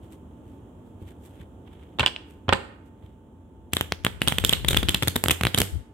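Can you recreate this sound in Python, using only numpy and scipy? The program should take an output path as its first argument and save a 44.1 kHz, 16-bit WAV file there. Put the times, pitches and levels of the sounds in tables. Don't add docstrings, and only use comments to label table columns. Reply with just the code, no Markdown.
import sys
import numpy as np
from scipy import signal
from scipy.fft import rfft, irfft, next_fast_len
from scipy.io import wavfile

SR = 44100
rng = np.random.default_rng(int(sys.argv[2]) if len(sys.argv) > 2 else 0)


def put_to_file(sound):
    columns = np.atleast_2d(sound).T
    safe = np.clip(columns, -1, 1)
    whole_steps = np.round(safe * 32767)
    wavfile.write(sys.argv[1], SR, whole_steps.astype(np.int16))


N = 261513

# start_s [s], level_db [dB]
AIR_LEVEL = [(0, -45.5), (1.8, -46), (2.8, -48.5), (3.2, -49.5), (3.7, -49.5), (5.93, -50)]
# freq_hz [Hz], gain_db [dB]
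AIR_COLOUR = [(15, -71), (25, -30.5), (35, -23), (49, -3.5), (87, 2.5), (137, -8.5), (285, -4.5),
              (677, -16.5), (887, -20), (1100, -24.5), (2220, -44.5), (3250, -40.5), (4610, -64),
              (7310, -50.5), (16000, -61)]
# freq_hz [Hz], gain_db [dB]
AIR_SHARED = [(300, 4.0), (1200, -6.5), (4000, -21.0)]
AIR_SEPARATE = [(200, -10.5), (1200, 3), (4000, 9)]
# pitch_hz [Hz], level_db [dB]
HUM_TONES = [(59.2, -59.5), (231.5, -66), (290.7, -75.5), (527.6, -76.5), (882.9, -67.5)]
# freq_hz [Hz], gain_db [dB]
PUFF_COLOUR = [(15, -29.0), (35, -22.5), (55, 0), (90, -4.5), (160, -19.5), (500, -44.5), (2000, -90.0)]
# peak_s [s], level_db [dB], fall_s [s]
DRAUGHTS = [(4.43, -32, 0.25), (4.76, -22.5, 0.12), (5.756, -23, 0.022)]
# peak_s, fall_s [s],
# body_db [dB], hiss_db [dB against the body]
SLIDES = [(.04, .04, -65.5, -2.5), (0.129, .022, -60.5, 2), (.495, .09, -70.5, -1.5), (.87, .05, -77, 3),
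          (1.021, .022, -62.5, -3.5), (1.088, .022, -53.5, -5), (1.25, 0.037, -61.5, 3),
          (1.36, .06, -64, -7), (1.41, .014, -53.5, -13), (1.676, 0.013, -57.5, -16),
          (1.735, 0.027, -60.5, -10), (1.83, .1, -62.5, -12.5), (2.3, .05, -66, 0),
          (2.6, 0.055, -50.5, -25), (2.865, .02, -71, 0), (3.046, .07, -65.5, -9)]
# start_s [s], level_db [dB]
BUMPS = [(1.017, -29.5), (1.403, -34), (2.0041, -20.5), (2.4823, -17), (3.038, -34.5), (5.4339, -23.5),
         (5.452, -17), (5.605, -19.5), (5.75, -30)]
# freq_hz [Hz], gain_db [dB]
RUSTLE_COLOUR = [(500, -6.5), (1500, 0.5), (2200, 1), (2750, -0.5), (3100, 4), (3500, 1), (4600, -20),
                 (9000, -32.5)]
# freq_hz [Hz], t60_s [s]
ROOM_DECAY = [(100, 0.46), (500, 0.56), (1500, 0.7), (3500, 0.45), (8000, 0.41), (15000, 0.27)]
# freq_hz [Hz], gain_db [dB]
WALL_COLOUR = [(50, -18), (150, -5), (400, -1), (1100, -10), (3200, -7.5), (5500, -2), (9000, -2),
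               (16000, 0.5)]
# start_s [s], gain_db [dB]
RIFFLE_ROOM_SEND = [(3.73, -10), (3.95, -15), (4.2, -8), (4.33, -7.5), (4.8, -7), (5.15, -11), (5.6, -8.5)]
# pitch_hz [Hz], level_db [dB], t60_s [s]
TABLE_MODES = [(59.5, -14.5, .16), (89.4, -1, 0.35), (111, 5, 0.04), (178, 1.5, 0.031), (259, -3.5, 0.0089)]
# freq_hz [Hz], gain_db [dB]
THUD_COLOUR = [(30, -36.5), (70, -12.5), (140, 3), (260, -3.5), (420, -4), (700, -20), (2000, -40),
               (8000, -69)]
# pitch_hz [Hz], level_db [dB], t60_s [s]
PACKET_MODES = [(310, -18, 0.028), (400, -4, 0.12), (540, -0.5, 0.088), (683, -8.5, 0.012),
                (833, 1.5, 0.04), (1028, 3.5, 0.14), (1157, 0, 0.034), (1515, 14, 0.028),
                (1883, -15.5, 0.11), (1800, 3, 0.087)]
# freq_hz [Hz], gain_db [dB]
EDGE_COLOUR = [(2000, -1), (4200, 0), (5800, -2.5), (8400, 7.5), (9800, -0.5), (12000, 6), (15500, -10)]
# freq_hz [Hz], gain_db [dB]
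BLUNT_EDGE_COLOUR = [(2000, 2.5), (4200, 16), (5800, -2.5), (8400, 11.5), (10200, -17.5), (12000, 1),
                     (14000, -20.5), (16000, -24.5)]
# freq_hz [Hz], gain_db [dB]
CUSHION_COLOUR = [(40, -19.5), (120, 1.5), (400, -1), (900, -1), (2200, 8.5), (3600, -8), (4800, -16),
                  (9000, -11), (16000, -2.5)]
# freq_hz [Hz], gain_db [dB]
CLATTER_COLOUR = [(150, -0.5), (500, 1), (1100, 3), (1900, -0.5), (2600, -1), (4200, -12.5), (6000, -43.5),
                  (12000, -42.5)]
# start_s [s], ring_db, slap_db, hiss_db [dB], contact_s [s]
KNOCKS = [(1.9873, -31, -31.5, -50, .0017), (1.9954, -17.5, -16.5, -28.5, 0.004),
          (2.0041, -17, -21.5, -34.5, 0.0044), (2.03, -36, -20.5, -42, 0.0037),
          (2.0366, -32.5, -21.5, -52, 0.0025), (2.0618, -10.5, -22.5, -26, 0.00064),
          (2.0708, -22, -28.5, -34, .0028), (2.0789, -21.5, -31.5, -39, 0.00055),
          (2.1621, -28.5, -40.5, -51.5, 0.0004), (2.4822, -54.5, -27.5, -57, 0.0022),
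          (2.4915, -20.5, -14.5, -44.5, 0.00072), (2.5254, -48, -10, -33, .0012),
          (2.5327, -21.5, -16.5, -26, .003)]
# start_s [s], ring_db, hiss_db [dB], pitch_hz [Hz], contact_s [s]
FLICKS = [(3.734, -23.5, -21, 3120, 0.0031), (3.7681, -20, -27.5, 3190, 0.0014),
          (3.8103, -22, -28, 2980, 0.00035), (3.922, -24.5, -34, 3000, 0.00068),
          (4.0486, -20.5, -24.5, 3110, 0.00021), (4.066, -22.5, -35, 3230, 0.000067),
          (4.218, -20, -25.5, 2970, 0.00026), (4.2757, -18, -24, 2740, 0.00021),
          (4.2826, -14, -21, 3280, 0.00092), (4.3228, -27.5, -31.5, 2950, 0.0013),
          (4.3842, -18, -25, 2970, .0015), (4.4398, -32, -36, 2970, 0.0034),
          (4.4486, -16.5, -17, 3300, 0.00066), (4.494, -14.5, -20.5, 3400, 0.00098),
          (4.5277, -29, -24.5, 2780, 0.0011), (4.533, -13, -29.5, 3180, 0.0032),
          (4.647, -28, -37, 3040, 0.0021), (4.6846, -14, -17, 3220, .0043),
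          (4.7084, -24.5, -26.5, 3300, 0.0093), (4.7309, -26, -31, 3120, 0.0021),
          (4.7456, -23, -35, 3130, 0.0012), (4.7675, -30, -30.5, 2950, 0.0011),
          (4.7713, -13.5, -22, 3220, 0.0015), (4.83, -28, -36.5, 3450, 0.0036),
          (4.8861, -19, -32, 3130, 0.0015), (4.8924, -16, -21.5, 3160, 0.0022),
          (4.9454, -15.5, -23.5, 3200, 0.003), (5.0244, -22.5, -31.5, 3060, 0.002),
          (5.032, -24.5, -27, 3400, 0.0033), (5.0744, -33, -27.5, 3330, 0.0025),
          (5.0815, -20, -21, 3600, 0.002), (5.1584, -24, -27, 3400, .0039),
          (5.1629, -25.5, -23, 3420, 0.001), (5.2392, -35.5, -19, 2700, 0.0003),
          (5.2596, -31.5, -38, 3140, 0.0012), (5.284, -21, -21.5, 3060, 0.00085),
          (5.297, -25.5, -38, 3450, 0.00056), (5.3085, -14.5, -20, 2610, 0.0013),
          (5.3124, -21, -19, 3340, 0.0046), (5.411, -31, -35, 2790, 0.003),
          (5.4349, -25, -26.5, 2800, 0.00088), (5.452, -23, -28, 2660, 0.00033),
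          (5.4688, -24, -32, 3560, 0.00013), (5.546, -17, -24.5, 3070, 0.00046),
          (5.5766, -22, -25, 3900, 0.0034), (5.585, -28, -17.5, 3300, 0.0034),
          (5.6023, -21, -21, 3150, 0.0024), (5.6172, -24, -21.5, 3080, 0.00064)]
# freq_hz [Hz], left_minus_right_db [dB]
PORT_DIFFERENCE = [(120, -.5), (500, -2.3), (1000, -3), (2800, -2.5), (3200, -4.5), (4400, 0), (5800, -6),
                   (7200, -7), (8400, 3), (10200, 5), (11700, -2), (13800, -9), (16000, -9)]

TOP_HZ = 16000
SIZE, LEAD = 16384, 512
AGE = (np.arange(SIZE) - LEAD) / SR
TIME = np.arange(N) / SR
PUFF_DB, PUFF_RISE_S, PUFF_FALL_S = -44, 0.01, 0.022
SLIDE_RISE_SHARE, DRAUGHT_RISE_SHARE = 0.6, 0.93
CREEP_S, SKID_S, SKID_BODY_DB, SKID_HISS_DB = 0.0051, 0.031, -21, -30
KNOCK_RING_HZ = 2950
KNOCK_THUMP_DB = -12.5
FLICK_SLAP_DB, SLAP_DB_PER_DOUBLING = -22.5, -1.5
FLICK_THUMP_DB, THUMP_DB_PER_DOUBLING = -28, 1.7
DROP_DB_PER_S = 2.5
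SPRING_KNEE_DB, SPRING_LOSS = -18, 1
BEAM_KNEE_DB, BEAM_LOSS = -14, 0.8


def amp(db):
    return 10 ** (np.asarray(db) / 20)


def at_hz(points, hz):
    f, v = np.transpose(points)
    return np.interp(np.log(np.maximum(hz, 1)), np.log(f), v)


def colour(x, points):
    n = next_fast_len(x.shape[-1] // 2 + 1024) * 2
    gain_db = at_hz(points, np.fft.rfftfreq(n, 1 / SR))
    cepstrum = irfft(np.log(amp(gain_db)))
    cepstrum[1:n // 2] *= 2
    cepstrum[n // 2 + 1:] = 0
    response = np.exp(rfft(cepstrum))
    return irfft(rfft(x, n) * response)[..., :x.shape[-1]]


def resonate(x, hz, width_hz):
    return signal.lfilter(*signal.iirpeak(hz, hz / width_hz, fs=SR), x)


def highpass(x, hz):
    return signal.sosfilt(signal.butter(2, hz, "highpass", fs=SR, output="sos"), x)


def steady(x, db):
    return x * amp(db) / np.sqrt(np.mean(x ** 2))


def blow(x, db):
    energy = np.mean(np.sum(x ** 2, axis=-1))
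    return x * amp(db) * np.sqrt(0.005 * SR / energy)


def add(out, s, x):
    start = int(s * SR) - LEAD
    out[:, start:start + SIZE] += x[..., :N - start]


def pair(size, likeness):
    c = np.clip(likeness, 0, 1)
    noise = rng.standard_normal((3, size))
    return np.sqrt(c) * noise[0] + np.sqrt(1 - c) * noise[1:]


def fade(seconds):
    return (AGE >= 0) * np.exp(-np.maximum(AGE, 0) / seconds)


def swell(s, rise_s, fall_s):
    span_s = np.where(TIME < s, rise_s, fall_s)
    return np.exp(-np.minimum(np.abs(TIME - s) / span_s, 20))


def ventilation():
    bass = colour(pair(N, likeness=1.0), AIR_SHARED)
    treble = colour(pair(N, likeness=0.035), AIR_SEPARATE)
    level_db = np.interp(TIME, *np.transpose(AIR_LEVEL))
    air = steady(colour(bass + treble, AIR_COLOUR), level_db)
    hum = sum(amp(db) * np.sqrt(2) * np.sin(2 * np.pi * (hz * TIME + rng.random()))
              for hz, db in HUM_TONES)
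    return air + hum


def buffet():
    rumble = steady(colour(pair(N, likeness=0.15), PUFF_COLOUR), 0)
    fanned = sum((amp(PUFF_DB) * swell(s, PUFF_RISE_S, PUFF_FALL_S)) ** 2 for s, *_ in FLICKS)
    pushed = sum((amp(db) * swell(s, DRAUGHT_RISE_SHARE * fall_s, fall_s)) ** 2
                 for s, db, fall_s in DRAUGHTS)
    port_gain = amp([[3], [-8]])
    return rumble * np.sqrt(fanned + pushed) * port_gain


def hands():
    body, hiss = np.zeros((2, N))
    for s, fall_s, db, hiss_db in SLIDES:
        speed = amp(db) * swell(s, SLIDE_RISE_SHARE * fall_s, fall_s)
        body += speed
        hiss += amp(hiss_db) * speed
    for s, ring_db, hiss_db, *_ in FLICKS:
        speed = swell(s, CREEP_S, SKID_S)
        body += amp(ring_db + SKID_BODY_DB) * speed
        hiss += amp(hiss_db + SKID_HISS_DB) * speed
    grain = amp(4 * np.repeat(rng.standard_normal(N // 64 + 1), 64)[:N])
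    out = body * steady(colour(pair(N, likeness=0.22) * grain, RUSTLE_COLOUR), 0)
    out += hiss * steady(colour(pair(N, likeness=0.2) * grain, EDGE_COLOUR), 0)
    for s, db in BUMPS:
        add(out, s, blow(resonate(thump(0), 91, 220), db))
    return out


def room(x, gap_s, build_s):
    t = np.arange(SR * 3 // 4) / SR
    hz = np.fft.rfftfreq(len(t), 1 / SR)
    unevenness = np.exp(1.5 * np.exp(-t / 0.018) * rng.standard_normal(len(t)))
    echoes = rfft(pair(len(t), likeness=0.1) * unevenness)
    centres = [f for f, _ in ROOM_DECAY]
    tail = np.zeros((2, len(t)))
    for (_, t60), share in zip(ROOM_DECAY, np.eye(len(ROOM_DECAY))):
        band = irfft(echoes * at_hz(np.c_[centres, share], hz), len(t))
        tail += band * amp(-60 * t / t60)
    tail *= np.clip((t - gap_s) / build_s, 0, 1)
    tail = colour(tail / np.sqrt(np.sum(tail ** 2) / 2), WALL_COLOUR)
    return signal.fftconvolve(x, tail, axes=1)[:, :N]


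def ring(modes, detune, scatter_db):
    out = np.zeros(SIZE)
    for (hz, db, t60), (a, b) in zip(modes, rng.standard_normal((len(modes), 2))):
        tone = np.sin(2 * np.pi * hz * (1 + detune * a) * AGE)
        out += amp(db + scatter_db * b) * tone * fade(t60 / np.log(1000))
    return out


def thump(db):
    modes = ring(TABLE_MODES, detune=0.05, scatter_db=2)
    thud = colour(pair(SIZE, likeness=0.85) * fade(0.0052), THUD_COLOUR)
    board = blow(modes, 0) + blow(thud, -5.5)
    return blow(highpass(board, 55), db)


def scrape(length, likeness):
    bite = np.exp(np.minimum(AGE, 0) / (0.14 * length))
    grip = np.exp(-(np.maximum(AGE, 0) / length) ** 2) + 0.09 * fade(0.0059)
    return pair(SIZE, likeness) * bite * grip


def flex(length, hz, width_hz):
    click = np.arange(SIZE) == LEAD
    push = scrape(length, likeness=0.86) - 1.6 * click
    return resonate(resonate(push, hz, width_hz), hz, 2.5 * width_hz)


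def knock(_s, ring_db, slap_db, hiss_db, length):
    hz, thump_db = KNOCK_RING_HZ, slap_db + KNOCK_THUMP_DB
    roughness = np.exp(0.93 * rng.standard_normal(SIZE))
    loose = pair(SIZE, likeness=0.039) * roughness * (fade(0.0049) + 0.077 * fade(0.04))
    cards = flex(1.5 * length, hz, width_hz=800)
    loose_ring = resonate(resonate(loose, 2.9 * hz, 1800), hz, 1896)
    clack = blow(cards, 0) + blow(loose_ring, -7.5)
    contact = blow(-resonate(resonate(fade(0.000092), 1100, 1300), 1100, 2100), 0)
    packet = np.array([ring(PACKET_MODES, detune=0.015, scatter_db=3) for _ in range(2)])
    slap = contact + blow(packet, -1.8) + blow(colour(loose, CLATTER_COLOUR), 0.3)
    damping = signal.butter(5, 4600, fs=SR, output="sos")
    body = signal.sosfilt(damping, blow(clack, ring_db) + blow(slap, slap_db))
    hiss = blow(colour(scrape(length, likeness=0.13), BLUNT_EDGE_COLOUR), hiss_db)
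    return body + hiss + thump(thump_db)


def release(ring_db, hz, flight_s):
    slip = scrape(0.00083, likeness=0.12)
    tick = blow(resonate(slip, hz, 2000), ring_db - 33)
    flight = flight_s * (1 + 0.15 * rng.standard_normal()) * SR
    early = int(np.clip(flight, 1, LEAD - 32))
    return np.pad(tick[:, early:], ((0, 0), (0, early)))


def cushion(rise_s, fall_s):
    before = np.minimum(AGE, 0)
    suction = (AGE < 0) * (np.exp(before / rise_s) + 0.17 * np.exp(before / 0.001))
    pressure = 0.25 * fade(fall_s)
    return colour(pressure - suction, CUSHION_COLOUR)


def flick(s, ring_db, hiss_db, hz, length):
    spent_db = SPRING_LOSS * max(ring_db - SPRING_KNEE_DB, 0)
    doublings = np.log2(length / 0.001)
    slap_db = FLICK_SLAP_DB + SLAP_DB_PER_DOUBLING * doublings - spent_db
    drop_db = DROP_DB_PER_S * (s - FLICKS[0][0])
    thump_db = FLICK_THUMP_DB + THUMP_DB_PER_DOUBLING * doublings + drop_db - spent_db
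    corner = flex(length, hz, width_hz=700)
    snap = blow(corner + 0.99 * resonate(corner, 3580, 680), ring_db)
    rise_s = 0.00056 * np.exp(0.75 * rng.standard_normal())
    air = blow(cushion(rise_s, fall_s=0.00084), 0)
    chatter = blow(colour(scrape(1.73 * length, likeness=0.022), CLATTER_COLOUR), -3.5)
    slap = blow(air + chatter, slap_db)
    hiss = blow(colour(scrape(length, likeness=0.1), EDGE_COLOUR), hiss_db)
    return snap + slap + hiss + thump(thump_db) + release(ring_db, hz, flight_s=0.016)


def play(table, voice, pan_db, pan_spread_db, lag_s, lag_spread_s):
    near, thrown = np.zeros((2, 2, N))
    for s, ring_db, *contact in table:
        left, right = voice(s, ring_db, *contact)
        nearer, later = rng.standard_normal(2)
        lag = int((lag_s + lag_spread_s * later) * SR)
        sound = np.array([left, np.roll(right, lag)])
        port_gain = steady(amp([[pan_db + pan_spread_db * nearer], [0]]), 0)
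        add(near, s, sound * port_gain)
        beamed_db = BEAM_LOSS * max(ring_db - BEAM_KNEE_DB, 0)
        add(thrown, s, sound * amp(-beamed_db))
    return near, thrown


def scene():
    knocks, knocks_thrown = play(KNOCKS, knock, pan_db=0.5, pan_spread_db=0.7,
                                 lag_s=0.00001, lag_spread_s=0.00007)
    flicks, flicks_thrown = play(FLICKS, flick, pan_db=1.4, pan_spread_db=1.75,
                                 lag_s=0.00005, lag_spread_s=0.00007)
    riffle_send = amp(np.interp(TIME, *np.transpose(RIFFLE_ROOM_SEND)))
    thrown = amp(-9.0) * knocks_thrown + riffle_send * flicks_thrown
    echo = room(thrown, gap_s=0.01, build_s=0.004)
    return ventilation() + buffet() + hands() + echo + knocks + flicks


def record(dry):
    lean = highpass(dry, 26)
    ported = np.array([colour(x, [(hz, side * db / 2) for hz, db in PORT_DIFFERENCE])
                       for x, side in zip(lean, (1, -1))])
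    top_cut = signal.ellip(8, 0.2, 70, TOP_HZ, fs=SR, output="sos")
    return signal.sosfilt(top_cut, np.clip(ported, -1, 1))


dry = scene()
out = record(dry)
put_to_file(out)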